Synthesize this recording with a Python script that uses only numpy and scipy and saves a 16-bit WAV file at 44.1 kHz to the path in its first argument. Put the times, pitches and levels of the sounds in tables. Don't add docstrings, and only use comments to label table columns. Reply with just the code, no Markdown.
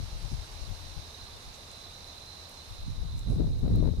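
import sys
import numpy as np
from scipy import signal
from scipy.io import wavfile
from scipy.ndimage import uniform_filter1d

SR = 44100
rng = np.random.default_rng(int(sys.argv[2]) if len(sys.argv) > 2 else 0)


def materialize(psi):
    bounded = np.clip(np.atleast_2d(psi).T, -1, 1)
    quanta = np.round(bounded * 32767).astype(np.int16)
    wavfile.write(sys.argv[1], SR, quanta)


N = 176400
T = np.arange(N) / SR

# (frequency [Hz], left-right correlation [-1 to 1])
COHERENCE = [(50, 0.48), (120, 1), (240, .85), (480, 0.74), (950, -0.0065), (1900, -0.22), (3800, 0.099),
             (7500, 0)]
# (frequency [Hz], relative density [dB])
MURMUR_SPECTRUM = [(25, 16), (55, 7), (80, 16.5), (125, 7), (170, 4), (300, -0.5), (550, 2.5), (1000, 3),
                   (1400, -3.5), (2200, -10.5), (4000, -34)]
# (time [s], level [dB])
MURMUR_ENVELOPE = [(0, -51), (1.5, -50.5), (2.7, -51.5), (3.1, -54), (4, -62)]
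# (frequency [Hz], relative density [dB])
FOLIAGE_SPECTRUM = [(1200, -11), (1800, -4), (2700, 0), (3300, -1.5), (4600, 3), (5300, 1.5), (6100, 0.5),
                    (7200, -9.5), (8300, -8.5), (10000, -9), (11500, -12.5), (13000, -18.5), (15500, -21)]
# (time [s], relative level [dB])
FOLIAGE_ENVELOPE = [(0, -57.5), (.4, -57), (1.2, -58.5), (2, -59.5), (2.75, -59.5), (3, -63), (3.45, -66),
                    (4, -67)]
# (frequency [Hz], left minus right [dB])
FOLIAGE_BALANCE = [(1500, -3), (2800, -3), (4600, -8), (6200, -9), (7400, -6.5), (9000, 2), (12000, 3.5),
                   (15000, 5)]
# (time [s], half-width [s], level [dB], left minus right [dB], centre [Hz], bandwidth [octaves])
SCRAPES = [(1.43, .02, -62, 3, 8500, .8), (1.548, .015, -53.5, -5, 6000, 0.82),
           (1.718, .015, -56, 0, 7500, 0.92), (2.072, .007, -58, 1, 10000, 0.65),
           (2.496, .005, -53, 1, 9500, 1.2), (2.515, 0.011, -59, 0, 9000, .8),
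           (3.19, 0.027, -58, 2, 7500, 1.1), (3.322, .045, -62.5, 1, 9300, 0.55),
           (3.594, 0.0094, -63.5, 0, 12000, 1), (3.759, .0012, -52, 9, 11000, 1.4)]
# (pitch [Hz], stroke rate [1/s], level [dB], left minus right [dB], share of swell [ratio])
CRICKET_VOICES = [(3628, 57.4, -63.5, -1.5, 1), (4028, 73.5, -57, -11, 1.15),
                  (4163, 67.8, -62.5, -11, 1.15), (4057, 56, -63, -6.5, .4), (3810, 58, -61.5, -14, 0.52),
                  (3706, 63, -66.5, -11, 0.46)]
# (time [s], relative level [dB])
CHORUS_SWELL = [(0, -60.5), (.5, -60.5), (1.12, -56), (1.45, -59), (1.7, -56.5), (2.05, -55.5),
                (2.8, -57.5), (2.98, -61.5), (3.22, -58.5), (3.4, -65), (3.75, -61.5), (4, -65)]
# (frequency [Hz], relative density [dB])
EDDY_SPECTRUM = [(100, -23), (200, 4.5), (400, -0.5), (600, -11.5), (900, -28.5), (1400, -55), (2500, -60)]
# (time [s], level [dB])
EDDY_ENVELOPE = [(0, -76), (2.75, -108), (3.25, -61.5), (3.32, -39.5), (3.45, -39.5), (3.52, -49),
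                 (3.61, -48), (3.66, -35), (3.8, -37), (3.88, -31.5), (3.905, -43), (4, -51)]
# (peak time [s], nominal length [s], relative left [dB], relative right [dB])
PUFFS = [(-0.01, 0.14, -31, -41), (0.152, 0.074, -34.5, -40), (0.244, 0.068, -31, -55),
         (0.331, 0.041, -26.5, -38.5), (0.389, 0.075, -34, -44), (0.541, 0.11, -42, -50),
         (0.63, 0.055, -34.5, -49), (0.707, 0.067, -32, -58), (0.865, 0.3, -44, -64),
         (0.98, 0.032, -33, -61), (1.233, 0.035, -50, -46), (1.349, 0.049, -49, -54),
         (1.48, 0.054, -47.5, -46), (2.72, 0.054, -40, -46), (2.823, 0.076, -38.5, -41),
         (2.895, 0.075, -38.5, -31), (3.019, 0.13, -30, -40.5), (3.162, 0.15, -35, -33),
         (3.306, 0.083, -33, -23), (3.413, 0.14, -24, -32), (3.531, 0.19, -33.5, -28),
         (3.643, 0.042, -21, -33), (3.74, 0.11, -23, -23.5), (3.842, 0.16, -21, -33),
         (4.017, 0.063, -21.5, -21.5)]
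# (frequency [Hz], relative density [dB])
SELF_NOISE_SPECTRUM = [(1000, -9), (8000, -2), (11000, 0), (13000, -6), (16000, -12)]


def from_db(db):
    return 10 ** (np.asarray(db) / 20)


def rms_one(x):
    return x / np.sqrt(np.mean(x ** 2) + 1e-20)


def in_time(rows):
    return np.interp(T, *np.transpose(rows))


def at_hz(points, hz):
    frequencies, values = np.transpose(points)
    return np.interp(np.log(hz), np.log(frequencies), values)


def pan(db):
    return rms_one(from_db([[db / 2], [-db / 2]]))


def drift(corner_hz):
    step, settle = 20, 4000
    pole = np.exp(-2 * np.pi * corner_hz * step / SR)
    white = rng.standard_normal(N // step + settle + 2)
    slow = signal.lfilter([1], [1, -2 * pole, pole * pole], white)[settle:]
    return np.interp(np.arange(N) / step, np.arange(len(slow)), rms_one(slow))


def band_pass(x, edges_hz):
    return signal.sosfilt(signal.butter(2, edges_hz, "band", fs=SR, output="sos"), x)


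def noise_bands(low_hz, high_hz, count):
    edges = np.geomspace(low_hz, high_hz, count + 1)
    white = rng.standard_normal((2, 2, N + SR // 4))
    for k, band in enumerate(zip(edges, edges[1:])):
        yield np.sqrt(np.prod(band)), band_pass(white[k % 2], band)[:, -N:]


def shaped_noise(bands, spectrum):
    return sum(noise * from_db(at_hz(spectrum, hz)) for hz, noise in bands)


def diffuse_field(bands, spectrum, balance, flicker_db):
    field = 0
    for hz, (mid, side) in bands:
        coherence = at_hz(COHERENCE, hz)
        pair = np.sqrt(1 + coherence) * mid + np.sqrt(1 - coherence) * side * [[1], [-1]]
        gain = from_db(at_hz(spectrum, hz) + flicker_db * drift(24))
        field = field + pair * pan(at_hz(balance, hz) if balance else 0) * gain
    return rms_one(field)


def far_traffic(drone_hz=82.3, waver_hz=4, drone_db=-60.5):
    phase = 2 * np.pi * drone_hz * T
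    drone = rms_one(drift(waver_hz) * np.sin(phase) + drift(waver_hz) * np.cos(phase))
    murmur = diffuse_field(noise_bands(20, 4000, count=18), MURMUR_SPECTRUM, None, flicker_db=1.07)
    return from_db(in_time(MURMUR_ENVELOPE)) * murmur + from_db(drone_db) * drone


def foliage(gain_db=6.5):
    bands = noise_bands(1000, 17000, count=24)
    hiss = diffuse_field(bands, FOLIAGE_SPECTRUM, FOLIAGE_BALANCE, flicker_db=1.0)
    return from_db(gain_db + in_time(FOLIAGE_ENVELOPE)) * hiss


def dry_stalks(grain_db=3.5):
    grains = rng.standard_normal((2, N)) * from_db(grain_db * drift(220))
    rustle = 0
    for peak_s, half_width_s, db, pan_db, hz, octaves in SCRAPES:
        edges_hz = np.minimum(hz * 2 ** (np.array([-.5, .5]) * octaves), .45 * SR)
        scrape = rms_one(band_pass(grains, edges_hz))
        envelope = np.exp(-((T - peak_s) / half_width_s) ** 2)
        rustle = rustle + scrape * from_db(db) * pan(pan_db) * envelope
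    return rustle


def stem_echoes(x, t60_s=.17):
    n = SR // 2
    tails = rng.standard_normal((2, n)) * from_db(-60 * T[:n] / t60_s)
    wrapped = np.r_[x[-n:], x]
    return np.array([rms_one(signal.fftconvolve(wrapped, tail)[n:n + N]) for tail in tails])


def crickets(duty=.76, sag_hz=160.7, detune_hz=32, wander_hz=15, spread_db=2, throb_db=1.54, echo_db=-4):
    swell_db = in_time(CHORUS_SWELL)
    delay_s = np.array([[.0003], [0]])
    chorus = 0
    for hz, rate, db, pan_db, swell_share in CRICKET_VOICES:
        strokes = 2 + rng.random() + np.cumsum(rate * (1 + .003 * drift(1.3))) / SR
        strokes += .029 * drift(20)
        detune, strength, start_cycles = rng.standard_normal((1000, 3))[strokes.astype(int)].T
        progress = np.minimum(strokes % 1 / duty, 1)
        pitch = hz - sag_hz * (progress - .5) + detune_hz * detune + wander_hz * drift(3)
        phase = 2 * np.pi * (np.cumsum(pitch) / SR + start_cycles - hz * delay_s)
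        envelope = np.sin(np.pi * progress) * from_db(spread_db * strength + throb_db * drift(5.2))
        trill = rms_one(envelope * np.sin(phase))
        echoes = from_db(echo_db) * stem_echoes(trill[0])
        gain = from_db(db + swell_share * (swell_db - swell_db.mean()))
        chorus = chorus + gain * pan(pan_db) * rms_one(trill + echoes)
    return chorus


def eddy_flutter(buffet_db=4.5, buffet_hz=106, pan_db=8.5):
    eddies = shaped_noise(noise_bands(100, 2500, count=10), EDDY_SPECTRUM)
    buffeting = from_db(buffet_db * np.array([drift(buffet_hz), drift(buffet_hz)]))
    return from_db(in_time(EDDY_ENVELOPE)) * pan(pan_db) * rms_one(eddies * buffeting)


def puff(peak_s, length_s, skew=.072):
    half_width_s = .4 * length_s * (1 + skew * np.sign(T - peak_s))
    return np.exp(-((T - peak_s) / half_width_s) ** 2)


def wind_rumble(low_hz=30.6, tilt_db_per_octave=-4, fall_db_per_octave=29, gain_db=1.5):
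    power = 1e-9 + sum(from_db([[left], [right]]) ** 2 * puff(peak_s, length_s)
                       for peak_s, length_s, left, right in PUFFS)
    reference_hz, reference_db, octaves_per_db = 164, -26.5, .0548
    corner_hz = reference_hz * 2 ** (octaves_per_db * (10 * np.log10(power) - reference_db))
    exponent = fall_db_per_octave / (10 * np.log10(2))
    rumble = 0
    for hz, noise in noise_bands(16, 700, count=11):
        tilt = from_db(tilt_db_per_octave * np.log2(hz / low_hz))
        attenuation = np.sqrt((1 + (hz / corner_hz) ** exponent) * (1 + (low_hz / hz) ** 8))
        rumble = rumble + noise * tilt / attenuation
    running_rms = np.sqrt(uniform_filter1d(rumble ** 2, size=2400) + 1e-12)
    return from_db(gain_db) * np.sqrt(power) * rumble / running_rms


def scene():
    return crickets() + foliage() + far_traffic() + dry_stalks() + wind_rumble() + eddy_flutter()


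def record(dry, hiss_db=-67.5, cutoff_hz=15600):
    hiss = rms_one(shaped_noise(noise_bands(1000, 17000, count=8), SELF_NOISE_SPECTRUM))
    low_pass = signal.ellip(12, .1, 80, cutoff_hz, fs=SR, output="sos")
    return signal.sosfilt(low_pass, dry + from_db(hiss_db) * hiss)


dry = scene()
out = record(dry)
materialize(out)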